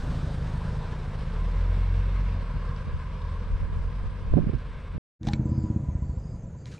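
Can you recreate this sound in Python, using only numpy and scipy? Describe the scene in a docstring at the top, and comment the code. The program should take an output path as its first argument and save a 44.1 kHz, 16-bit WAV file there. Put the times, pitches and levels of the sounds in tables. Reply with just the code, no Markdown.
"""Traffic crosses a low bridge, heard from the grassy bank of a pond: a motorbike putters off on uneven
exhaust pulses, and a car booms up to speed behind it, its tyres roaring and singing on the deck.
Dry grass scrapes, and a gust buffets the microphone. After a short silence the scene
changes to a quieter bank: a single-cylinder bike thumps and throttles down among scraping crickets,
a far bird's trills and the clicks and rustle of fishing tackle."""
import sys
import numpy as np
from scipy import signal
from scipy.fft import rfft, irfft
from scipy.io import wavfile
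from scipy.ndimage import uniform_filter1d

SR = 44100
rng = np.random.default_rng(int(sys.argv[2]) if len(sys.argv) > 2 else 0)


def put_to_file(sound):
    """Save the sound as 16-bit audio at rate SR, in the file named by the first command-line argument."""
    columns = np.atleast_2d(sound).T  # one column per channel
    safe = np.clip(columns, -1, 1)
    whole_steps = np.round(safe * 32767)
    wavfile.write(sys.argv[1], SR, whole_steps.astype(np.int16))


N = 299439
TIME = np.arange(N) / SR
BRIDGE_END_S, BANK_START_S, BANK_FULL_S, THROTTLE_SHUT_S = 4.981, 5.19, 5.28, 5.79

# Tone of the engines. Each row: frequency in Hz, level in dB.
BIKE_PIPE_EQ = [(20, -24), (50, -0.5), (80, -0.5), (105, 3), (130, -1), (156, 2), (200, -10), (235, -14.5),
                (280, -31), (340, -29), (700, -44.5), (3000, -87)]
BIKE_CLATTER_EQ = [(60, -10.5), (100, 0.5), (220, 0.5), (320, -14.5), (600, -9.5), (900, -12.5),
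                   (1600, -12.5), (2100, -29.5), (3500, -22), (5000, -31.5), (9000, -35.5), (11500, -50),
                   (12600, -46), (16000, -62)]
CAR_PUFF_EQ = [(60, -18.5), (160, 6), (210, -5.5), (250, -7), (320, -18.5), (480, -8.5), (800, -24),
               (3000, -62)]
OPEN_THROTTLE_EQ = [(15, -40), (45, -3.5), (80, 0.5), (135, 3), (175, -7.5), (215, 0.5), (265, -16.5),
                    (315, -3), (390, -32), (700, -40), (2000, -80.5), (6000, -100)]
SHUT_THROTTLE_EQ = [(15, -21.5), (32, -2), (55, 4), (120, -3), (170, -8), (215, -14), (300, -23),
                    (420, -39.5), (700, -46), (2000, -74), (6000, -100)]
# The car's revs. Each row: time in seconds, firings per second, boom in dB, its octave in dB.
CAR_REVS = [(0, 28.5, -37, -35), (.8, 29.9, -36.5, -37), (1.24, 30.3, -37, -44), (1.32, 36.3, -32, -37),
            (1.42, 39.7, -27.5, -37.5), (1.58, 43, -24.5, -31), (1.96, 44.6, -24.5, -28),
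            (2.2, 46.2, -24.5, -35), (2.36, 45, -28.5, -30.5), (2.44, 40, -31.5, -39),
            (2.68, 40, -29.5, -36.5), (2.83, 39.5, -42.5, -43), (3.0, 39.4, -38, -37.5),
            (3.5, 42, -32, -34), (3.98, 45.2, -32.5, -40), (4.22, 47, -37, -38.5), (4.5, 44.5, -30.5, -41),
            (4.7, 45.5, -37, -49), (4.98, 46, -38, -44.5)]
# Its overtones at the lowest revs. Each row: harmonic number, level in dB against the octave.
CAR_OVERTONES = [(3, -2), (4, -12), (5, -9.5), (6, -11)]
# Tone of the tyres and the traffic bed. Each row: frequency in Hz, level in dB.
ROAR_EQ = [(150, -7.5), (300, -2.5), (450, 4), (650, -2), (850, -4.5), (1200, -5.5), (1700, -9),
           (2500, -13.5), (3500, -19), (6000, -45.5), (12000, -69)]
RASP_EQ = [(600, -26.5), (1300, -9.5), (1750, -1), (1950, -4.5), (2200, 5), (2420, -7), (2650, 0),
           (3000, -11.5), (3600, -6), (5000, -18), (9000, -42)]
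RUSH_EQ = [(600, -28), (880, 5), (1150, 4), (1350, -9), (1650, 1), (1950, -20), (4000, -44)]
HISS_EQ = [(1000, -15), (2500, -13), (3800, 1), (5200, -1), (6800, -11), (8700, -8), (9800, -18),
           (11000, -31), (13200, -33.5), (16000, -46.5)]
RUMBLE_EQ = [(10, -9.5), (28, 0.5), (55, 4.5), (100, -4.5), (180, -11.5), (250, -18), (400, -38.5),
             (1000, -67.5), (5000, -100)]
# Hollow, boxy resonances that colour the tyre roar.
# Each row: centre in Hz, width in Hz, boost or cut in dB at depth 1.
HOLLOW_BANDS = [(481, 21, 4.5), (780, 138, -6.5), (996, 73, 5), (1602, 58, 4.5), (1890, 99, -2),
                (2150, 46, 1.5), (327, 101, -6.5)]
# They deepen partway through the pass. Each row: time in seconds, depth as a factor.
HOLLOW_DEPTH = [(0, 0.23), (2.4, 0.9), (2.7, 1.28), (4.98, 0.95)]
# The tread's song. Each row: time in seconds, pitch in Hz, level in dB.
TREAD_SONG = [(0, 995, -56), (.35, 989, -70), (.55, 956, -54), (.85, 975, -50), (1.15, 996, -61),
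              (1.45, 1002, -50.5), (1.9, 1007, -53.5), (2.55, 1038, -53.5), (2.7, 1085, -48),
              (2.85, 1060, -53), (3.3, 1040, -50.5), (3.7, 1016, -55), (4.28, 1020, -56),
              (4.38, 1040, -54.5), (4.5, 1010, -60), (4.98, 1000, -60)]
# Swells of tyre rasp, grass and handling. Each row: middle in seconds, width in seconds, level in dB.
RASP_SWELLS = [(1.6, 0.26, -58.5), (2.15, 0.2, -56), (4.7, 0.2, -60.5)]
GRASS_SWELLS = [(1.205, .015, -59), (2.69, .012, -58.5), (2.768, .014, -60), (3.219, .003, -56),
                (4.587, 0.0039, -54)]
RUSTLE_SWELLS = [(5.28, 0.033, -56.5), (5.333, 0.0092, -60), (6.672, 0.0088, -56.5), (6.735, 0.029, -55)]
# Tone of the sounds on the bank. Each row: frequency in Hz, level in dB.
GRASS_EQ = [(1500, -19), (2800, 0), (3600, 3.5), (4300, -2), (5100, 1), (6000, -12), (7200, -17),
            (9000, -26), (12000, -45)]
BREEZE_EQ = [(10, -8.5), (30, 7), (55, -3), (100, -7), (180, -21.5), (300, -31), (1000, -78.5)]
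BANK_EQ = [(15, -21.5), (45, -0.5), (120, 7), (220, -6), (320, -16.5), (400, -16.5), (500, -15), (750, -24),
           (1100, -29.5), (1500, -32.5), (2200, -39), (3300, -48), (4500, -49), (9000, -63.5),
           (16000, -100.5)]
CLICK_EQ = [(300, -8), (900, -1), (1600, 2), (2300, 2.5), (2900, -2), (3900, 6.5), (4800, -5), (6000, -2.5),
            (8000, -18), (10000, -25), (12000, -49), (16000, -62)]
RUSTLE_EQ = [(300, -13), (800, -6), (1600, 0.5), (2600, -1.5), (4000, -2), (5500, -7), (8000, -9),
             (10000, -19.5), (12000, -32), (16000, -43)]
INSECT_EQ = [(3000, -30.5), (4700, -11), (5400, -10.5), (6300, 6), (7200, 4.5), (7900, -11),
             (8600, -4.5), (10000, -30.5), (15000, -37.5)]
# Wind hitting the microphone. Each row: middle in seconds, length in seconds, level in dB,
# eddy frequency in Hz, share at the right port from 0 to 1.
WIND_PUFFS = [(2.429, 0.042, -34.5, 70, 0.3), (2.563, 0.06, -34.5, 131, 0.26),
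              (2.879, 0.077, -31.5, 119.9, 0.37), (2.945, .11, -29, 50, 0.47),
              (3.539, 0.091, -26.5, 48.13, 0.28), (3.639, .16, -29.5, 65, 0.7), (3.79, 0.086, -34, 65, 0.3),
              (4.241, .09, -33, 70, 0.8), (4.324, 0.036, -24, 91.2, 0.1), (4.338, 0.013, -23, 337, 1),
              (4.346, 0.04, -18, 65.8, 0.99), (4.362, .03, -18, 123, 0.8), (4.3806, 0.039, -15.5, 280, 1),
              (4.388, .018, -28.5, 420, 0.98), (4.403, .04, -22.5, 166, 1), (4.419, .028, -22, 114.3, 1),
              (4.44, 0.033, -27, 210, 1), (4.472, .05, -25, 190, 0.96), (4.495, .026, -27, 267, 0.99),
              (4.498, .028, -20, 90, 1), (4.538, .035, -28.5, 247, 0.99), (4.557, 0.07, -26.5, 112, 1),
              (4.961, 0.067, -30.5, 110.9, 0.6)]
# Slapback of the thumps. Each row: delay in seconds, its growth in seconds per second, level in dB.
THUMP_ECHOES = [(.003, 0.01386, -12.5), (0.0212, 0.00935, -12), (.037, .001, -10.5)]
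# Cricket and bird calls. Each row: start in seconds, length in seconds, pitch in Hz, level in dB.
CRICKET_BOUTS = [(5.307, .35, 7470, -69.5), (5.655, .49, 7670, -78.5), (6.006, .77, 7460, -74)]
BIRD_TRILLS = [(5.428, 0.28, 4890, -73.5), (5.468, 0.2, 4540, -79), (5.99, 0.2, 4600, -81),
               (6.139, 0.25, 4920, -76), (6.562, 0.08, 4660, -78)]
# Knocks of tackle. Each row: start in seconds, crack peak in dB, crack T60 in seconds,
# ring pitch in Hz, ring level in dB, ring T60 in seconds.
TACKLE_CLICKS = [(5.232, -32, 0.006, 3430, -59, .02), (5.253, -45, .008, 4000, -62, .02),
                 (5.2703, -33.5, 0.038, 725, -31.5, 0.053), (5.282, -37, 0.013, 2900, -57, .04),
                 (5.286, -26.5, 0.017, 820, -31, 0.081), (5.311, -55, .02, 4530, -63, .04),
                 (5.334, -25.5, 0.018, 2260, -32, .038), (6.657, -36.5, 0.007, 5630, -66, .02),
                 (6.725, -48, 0.037, 1670, -50, 0.045), (6.746, -55, .04, 1280, -49, .05),
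                 (6.761, -49, .006, 4100, -64, .03), (6.78, -55, 0.016, 2420, -50, .045)]
# Stereo image of the noise beds. Each row: frequency in Hz, left-right likeness from 0 to 1.
AIR_LIKENESS = [(60, 0.86), (120, 1), (260, 0.94), (530, 0.97), (1090, 0.93), (2250, 0.81), (4640, 0.6),
                (9580, 0.21)]
BREEZE_LIKENESS = [(20, 0.2), (300, 0.2)]
RUMBLE_LIKENESS = [(20, 0.85), (300, 1)]
# Stereo width of the bridge. Each row: time in seconds, side gain in dB.
BRIDGE_WIDTH = [(0, -39), (.3, -36), (.55, -17), (1.2, -7), (2.2, -1.5), (4.5, -0.5), (4.7, -11.5),
                (4.98, -12)]


def gain_of(db):
    """Decibels to amplitude."""
    return 10 ** (np.asarray(db) / 20)


def unit_rms(x):
    """Scales to rms 1."""
    return x / np.sqrt(np.mean(x ** 2) + 1e-20)


def at_hz(points, hz):
    """Reads a table along a log-frequency axis."""
    f, value = np.transpose(points)
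    return np.interp(np.log(hz + 1), np.log(f + 1), value)


def curves(rows):
    """The columns of a time table, sample by sample."""
    s, *columns = np.transpose(rows)
    return [np.interp(TIME, s, c) for c in columns]


def bell(x, centre, width):
    """A smooth rise and fall of height 1."""
    return np.exp(-.5 * ((x - centre) / width) ** 2)


def swells(rows):
    """An envelope of bell-shaped swells."""
    return sum(gain_of(db) * bell(TIME, s, width) for s, width, db in rows)


def since(s):
    """Seconds gone by after time s, zero before it."""
    return np.maximum(TIME - s, 0)


def phase(hz):
    """The running angle of a moving pitch."""
    return 2 * np.pi * np.cumsum(hz) / SR


def add(mix, s, sound):
    """Lays a sound into the mix at time s."""
    part = mix[..., round(s * SR):][..., :sound.shape[-1]]
    part += sound[..., :part.shape[-1]]


def drift(rate_hz):
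    """A smooth random wobble of rms 1."""
    lowpass = np.exp(-(np.fft.rfftfreq(N, 1 / SR) / rate_hz) ** 2)
    return unit_rms(irfft(rfft(rng.standard_normal(N)) * lowpass, N))


def impulse(eq, size=8192):
    """The minimum-phase impulse response of an EQ curve, peak 1."""
    log_gain = np.log(gain_of(at_hz(eq, abs(np.fft.fftfreq(size, 1 / SR)))))
    response = np.fft.ifft(np.exp(signal.hilbert(log_gain).conj())).real[:size // 2]
    return response / abs(response).max()


def through(x, response):
    """Convolution, cut to the scene's length."""
    return signal.oaconvolve(x, response)[:N]


def firings(turns):
    """One unit impulse at each whole turn."""
    return np.diff(np.floor(turns), prepend=np.floor(turns[0]))


def noise(eq, patchy_db, hollows=(), likeness=AIR_LIKENESS, size=1024):
    """Stereo noise of rms 1, shaped by an EQ, drifting patches and optional hollow bands."""
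    hop = size // 4
    frames, hz = N // hop + 5, np.fft.rfftfreq(size, 1 / SR)
    a, b, c, d, patches = rng.standard_normal((5, frames, len(hz)))
    patches = uniform_filter1d(uniform_filter1d(patches, size=9, axis=0), size=12, axis=1)
    field_db = at_hz(eq, hz) + patchy_db * unit_rms(patches)
    depth = np.interp(np.arange(frames) * hop / SR, *np.transpose(HOLLOW_DEPTH))[:, None]
    for centre, width, db in hollows:
        field_db += depth * db * bell(hz, centre, width)
    same = at_hz(likeness, hz)
    left = a + 1j * b
    right = same * left + np.sqrt(1 - same ** 2) * (c + 1j * d)
    spectra = np.array([left, right]) * gain_of(field_db)
    return unit_rms(signal.istft(spectra.swapaxes(1, 2), nperseg=size, noverlap=size - hop)[1][:, :N])


def reverb(x, t60, wet_db):
    """Adds the diffuse return from banks and trees."""
    t = TIME[:SR // 2]
    tail = rng.standard_normal(len(t)) * gain_of(-60 * t / t60) * (t > .012)
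    return x + gain_of(wet_db) * through(x, tail / np.linalg.norm(tail))


def narrowed(pair, side_db):
    """Turns down what differs between left and right."""
    middle = pair.mean(0)
    return middle + gain_of(side_db) * (pair - middle)


def motorbike(rate_hz=26, level_db=-31.5, fade_db_per_s=3, bark_hz=245, bark_t60=0.061):
    """Uneven exhaust pulses draw away; their bark and the throbbing clatter are lost sooner."""
    turns = np.cumsum(rate_hz * (1 + 0.0091 * drift(11.9))) / SR
    away_db = -fade_db_per_s * TIME
    pulses = firings(turns) * gain_of(2.5 * drift(26))
    exhaust = unit_rms(reverb(through(pulses, impulse(BIKE_PIPE_EQ)), t60=0.18, wet_db=-1.5))
    clatter = noise(BIKE_CLATTER_EQ, patchy_db=2.5) * (1 + 0.14 * np.cos(2 * np.pi * turns))
    t = TIME[:SR // 10]
    ping = gain_of(-60 * t / bark_t60) * np.sin(2 * np.pi * bark_hz * t)
    bark = unit_rms(through(pulses, ping)) * gain_of(-39 - 25 * TIME)
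    engine = exhaust * gain_of(away_db) + clatter * gain_of(-10 + 2.7 * away_db)
    return bark + gain_of(level_db) * engine


def car(labour_db_per_hz=1.5, puff_db=-21, sharpness=0.94):
    """A slow engine booms and puffs at each firing, richest in overtones as it labours at low revs."""
    rate, boom_db, octave_db = curves(CAR_REVS)
    angle = phase(rate)
    overtones = sum(gain_of(db + 2 * drift(1.4)) * np.sin(k * angle) for k, db in CAR_OVERTONES)
    upper = np.sin(2 * angle) + overtones * gain_of(-labour_db_per_hz * (rate - rate.min()))
    boom = gain_of(boom_db) * np.sin(angle) + gain_of(octave_db) * upper
    pulsing = unit_rms(np.exp(sharpness * np.cos(angle - np.pi / 3)))
    puffs = noise(CAR_PUFF_EQ, patchy_db=1)[0] * pulsing
    return np.sqrt(2) * boom * gain_of(0.53 * drift(24)) + gain_of(boom_db + puff_db) * puffs


def road(nearest_s=1.6, pass_width_s=2.4, onto_bridge_s=0.54, flutter_db=0.84):
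    """Tyres rush onto the deck, then roar, rasp and hiss past, over a low bed of traffic rumble."""
    distance = np.hypot(1, (TIME - nearest_s) / pass_width_s)
    roar = gain_of(-46) / distance * noise(ROAR_EQ, patchy_db=1, hollows=HOLLOW_BANDS)
    rasp = swells(RASP_SWELLS) * noise(RASP_EQ, patchy_db=2.5)
    rush = gain_of(-52.5) * bell(TIME, onto_bridge_s, width=0.14) * noise(RUSH_EQ, patchy_db=5.5)
    hiss = gain_of(-59 - 1.77 * TIME) * noise(HISS_EQ, patchy_db=1.5)
    rumble = gain_of(-39) * noise(RUMBLE_EQ, patchy_db=-0.5, likeness=RUMBLE_LIKENESS, size=4096)
    return (roar + rush + rasp + hiss) * gain_of(flutter_db * drift(44)) + rumble


def tread(width_hz=125, spread_db=-10):
    """The tyre tread sings in a narrow band of noise that shifts and swells along the deck."""
    hz, level_db = curves(TREAD_SONG)
    angle = phase(hz)
    bands = [drift(width_hz) * np.cos(angle) + drift(width_hz) * np.sin(angle) for _ in range(3)]
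    centre, sides = bands[0], np.array(bands[1:])
    return gain_of(level_db) * unit_rms(centre + gain_of(spread_db) * sides)


def faint_high_tone(hz=12290, waver_hz=32, level_db=-97.5):
    """A very thin, wavering high tone, too faint to hear."""
    return gain_of(level_db) * unit_rms(np.sin(phase(hz + waver_hz * drift(90))))


def grass(grain_db=4.5):
    """Dry stems scrape in brief, grainy strokes close by."""
    friction = noise(GRASS_EQ, patchy_db=3, size=256) * gain_of(grain_db * drift(200))
    return swells(GRASS_SWELLS) * unit_rms(friction)


def gust(kick_db=2.5, swirl_db=-0.5, steepness=3.34):
    """Each puff is a pressure kick in a low swirl, shared unevenly by the microphone's two ports."""
    out, hz = np.zeros((2, N)), np.fft.rfftfreq(SR, 1 / SR)
    for s, length, db, eddy_hz, right in WIND_PUFFS:
        window = np.hanning(round(length * SR))
        u = (np.pi * eddy_hz * (TIME[:len(window)] - length / 2)) ** 2
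        kick = gain_of(kick_db) * (1 - 2 * u) * np.exp(-u) * window
        colour = hz / (hz + eddy_hz) / np.sqrt(1 + (hz / eddy_hz) ** (2 * steepness))
        for port, share in zip(out, [1 - right, right]):
            turbulence = irfft(np.exp(2j * np.pi * rng.random(len(hz))) * colour)
            swirl = gain_of(swirl_db) * unit_rms(turbulence[:len(window)] * window)
            add(port, s - length / 2, np.sqrt(share) * gain_of(db) * (kick + swirl))
    return out


def breeze(peak_s=4.03, width_s=0.38, level_db=-31.5):
    """One slow swell of wind, a different rumble at each port."""
    rumble = noise(BREEZE_EQ, patchy_db=4.5, likeness=BREEZE_LIKENESS, size=2048)
    return gain_of(level_db) * bell(TIME, peak_s, width_s) * rumble


def bank_ambience(traffic_db=-32, ebb_db_per_s=6, insects_db=-70.5):
    """Traffic noise ebbs under a steady, high haze of insects."""
    traffic = noise(BANK_EQ, patchy_db=0.77, size=2048)[0]
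    insects = narrowed(noise(INSECT_EQ, patchy_db=-3), side_db=-23.5)
    ebb = gain_of(traffic_db - ebb_db_per_s * since(BANK_START_S))
    return ebb * traffic + gain_of(insects_db) * insects


def thumper(rate_hz=16.36, slowing_hz_per_s=9.8, first_thump_s=5.2112, coast_s=0.12, fade_db_per_s=25):
    """A single cylinder thumps through its pipe, then dulls, slows and fades once the throttle shuts."""
    turns = np.cumsum(rate_hz - slowing_hz_per_s * since(THROTTLE_SHUT_S)) / SR
    misfire = bell(TIME, 5.835, width=.018)  # one weak, late firing as the throttle shuts
    stumble = 0.0056 * drift(17) - 0.2 * misfire
    throttle = np.interp(since(THROTTLE_SHUT_S), [0, 0.053], [0.94, 0.075])
    beats = firings(turns + stumble - np.interp(first_thump_s, TIME, turns))
    level_db = -15.5 - fade_db_per_s * since(THROTTLE_SHUT_S + coast_s) - 6 * misfire
    pulses = beats * gain_of(level_db + 0.5 * drift(26))
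    direct = through(pulses * throttle, impulse(OPEN_THROTTLE_EQ))
    direct += through(pulses * (1 - throttle), impulse(SHUT_THROTTLE_EQ))
    # The echoes lag further as the bike moves on.
    echoes = sum(gain_of(db) * np.interp(TIME - delay - growth * since(BANK_START_S), TIME, direct)
                 for delay, growth, db in THUMP_ECHOES)
    return reverb(direct + echoes, t60=0.36, wet_db=-20.5) + engine_ring(beats, throttle)


def engine_ring(beats, throttle, open_hz=982, shut_hz=994, open_rise_s=0.016, shut_rise_s=0.0092):
    """A thin ring follows the thumps: nearly steady under power, separate, higher pings when coasting."""
    t = TIME[:SR // 4]
    swell = sum(through(beats * share, t / rise * np.exp(-t / rise) / np.sqrt(rise))
                for share, rise in [(throttle, open_rise_s), (1 - throttle, shut_rise_s)])
    hz = shut_hz + (open_hz - shut_hz) * throttle + 7.4 * drift(65)
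    ring = unit_rms(swell * gain_of(2.7 * drift(25)) * np.sin(phase(hz)))
    fade_in = np.clip(since(BANK_START_S) / 0.32, 0, 1)
    return ring * fade_in * gain_of(-57 - 10.5 * since(THROTTLE_SHUT_S))


def tackle(rattle_rad=0.38):
    """Each click is a short crack and the rattling ring of the part that was knocked."""
    out, t, colour = np.zeros(N), TIME[:SR // 8], impulse(CLICK_EQ)
    looseness = rattle_rad * drift(260)
    for s, db, crack_t60, hz, ring_db, ring_t60 in TACKLE_CLICKS:
        burst = rng.standard_normal(len(t)) * gain_of(-60 * t / crack_t60)
        crack = through(burst, colour)[:len(t)]
        rattle = np.roll(looseness, -round(s * SR))[:len(t)]
        ring = gain_of(ring_db - 60 * t / ring_t60) * np.sin(2 * np.pi * hz * t + rattle)
        add(out, s, gain_of(db) * crack / abs(crack).max() + ring)
    return reverb(out, t60=0.08, wet_db=-18.5)


def rustle(grain_db=1.5):
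    """Stems and cloth rub in clumped grains as the tackle is handled."""
    friction = noise(RUSTLE_EQ, patchy_db=2.5, size=512)[0] * gain_of(grain_db * drift(300))
    return swells(RUSTLE_SWELLS) * unit_rms(friction)


def crickets(period_s=.1395, stroke_s=0.031, spacing_s=.037, arch_hz=190):
    """Crickets scrape evenly spaced chirps, each two strokes that arch in pitch."""
    out = np.zeros(N)
    u = np.linspace(-1, 1, round(stroke_s * SR))
    for start, length, hz, db in CRICKET_BOUTS:
        stroke = gain_of(db) * unit_rms(np.cos(np.pi * u / 2) * np.sin(phase(hz - arch_hz * u ** 2)))
        for s in np.arange(start, start + length, period_s):
            add(out, s, stroke)
            add(out, s + spacing_s, stroke)
    return reverb(out, t60=.1, wet_db=-13)


def bird(notes_per_s=54, sweep_hz=220, rasp_hz=150):
    """A small, far bird trills in quick, raspy falling sweeps."""
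    out = np.zeros(N)
    for s, length, hz, db in BIRD_TRILLS:
        cycle = TIME[:round(length * SR)] * notes_per_s % 1
        pitch = hz + sweep_hz * (1 - 2 * cycle) + rasp_hz * drift(400)[:len(cycle)]
        notes = np.sin(np.pi * cycle) ** 2 * np.sin(phase(pitch))
        add(out, s, gain_of(db) * unit_rms(notes * signal.windows.tukey(len(cycle), .6)))
    return reverb(out, t60=.2, wet_db=-0.5)


def scene():
    """The busy bridge stops dead; after a short silence the bank fades in, almost mono."""
    left, right = motorbike() + car() + road() + tread() + grass() + faint_high_tone()
    pair = np.array([np.roll(left, 1), right])  # left ear a sample late: the bridge is a little right
    bridge = narrowed(pair, side_db=curves(BRIDGE_WIDTH)[0]) + breeze() + gust()
    bank = bank_ambience() + thumper() + bird() + crickets() + tackle() + rustle()
    cut_off = np.clip((BRIDGE_END_S - TIME) / 0.0011, 0, 1)
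    fade_in = np.sin(np.interp(TIME, [BANK_START_S, BANK_FULL_S], [0, np.pi / 2])) ** 2
    return bridge * cut_off + bank * fade_in


def record(dry):
    """A steep low-pass trims the very top of the mix."""
    lowpass = signal.firwin(511, cutoff=15600, window=("kaiser", 9), fs=SR)
    return signal.oaconvolve(dry, lowpass[None], "same")


dry = scene()
out = record(dry)
put_to_file(out)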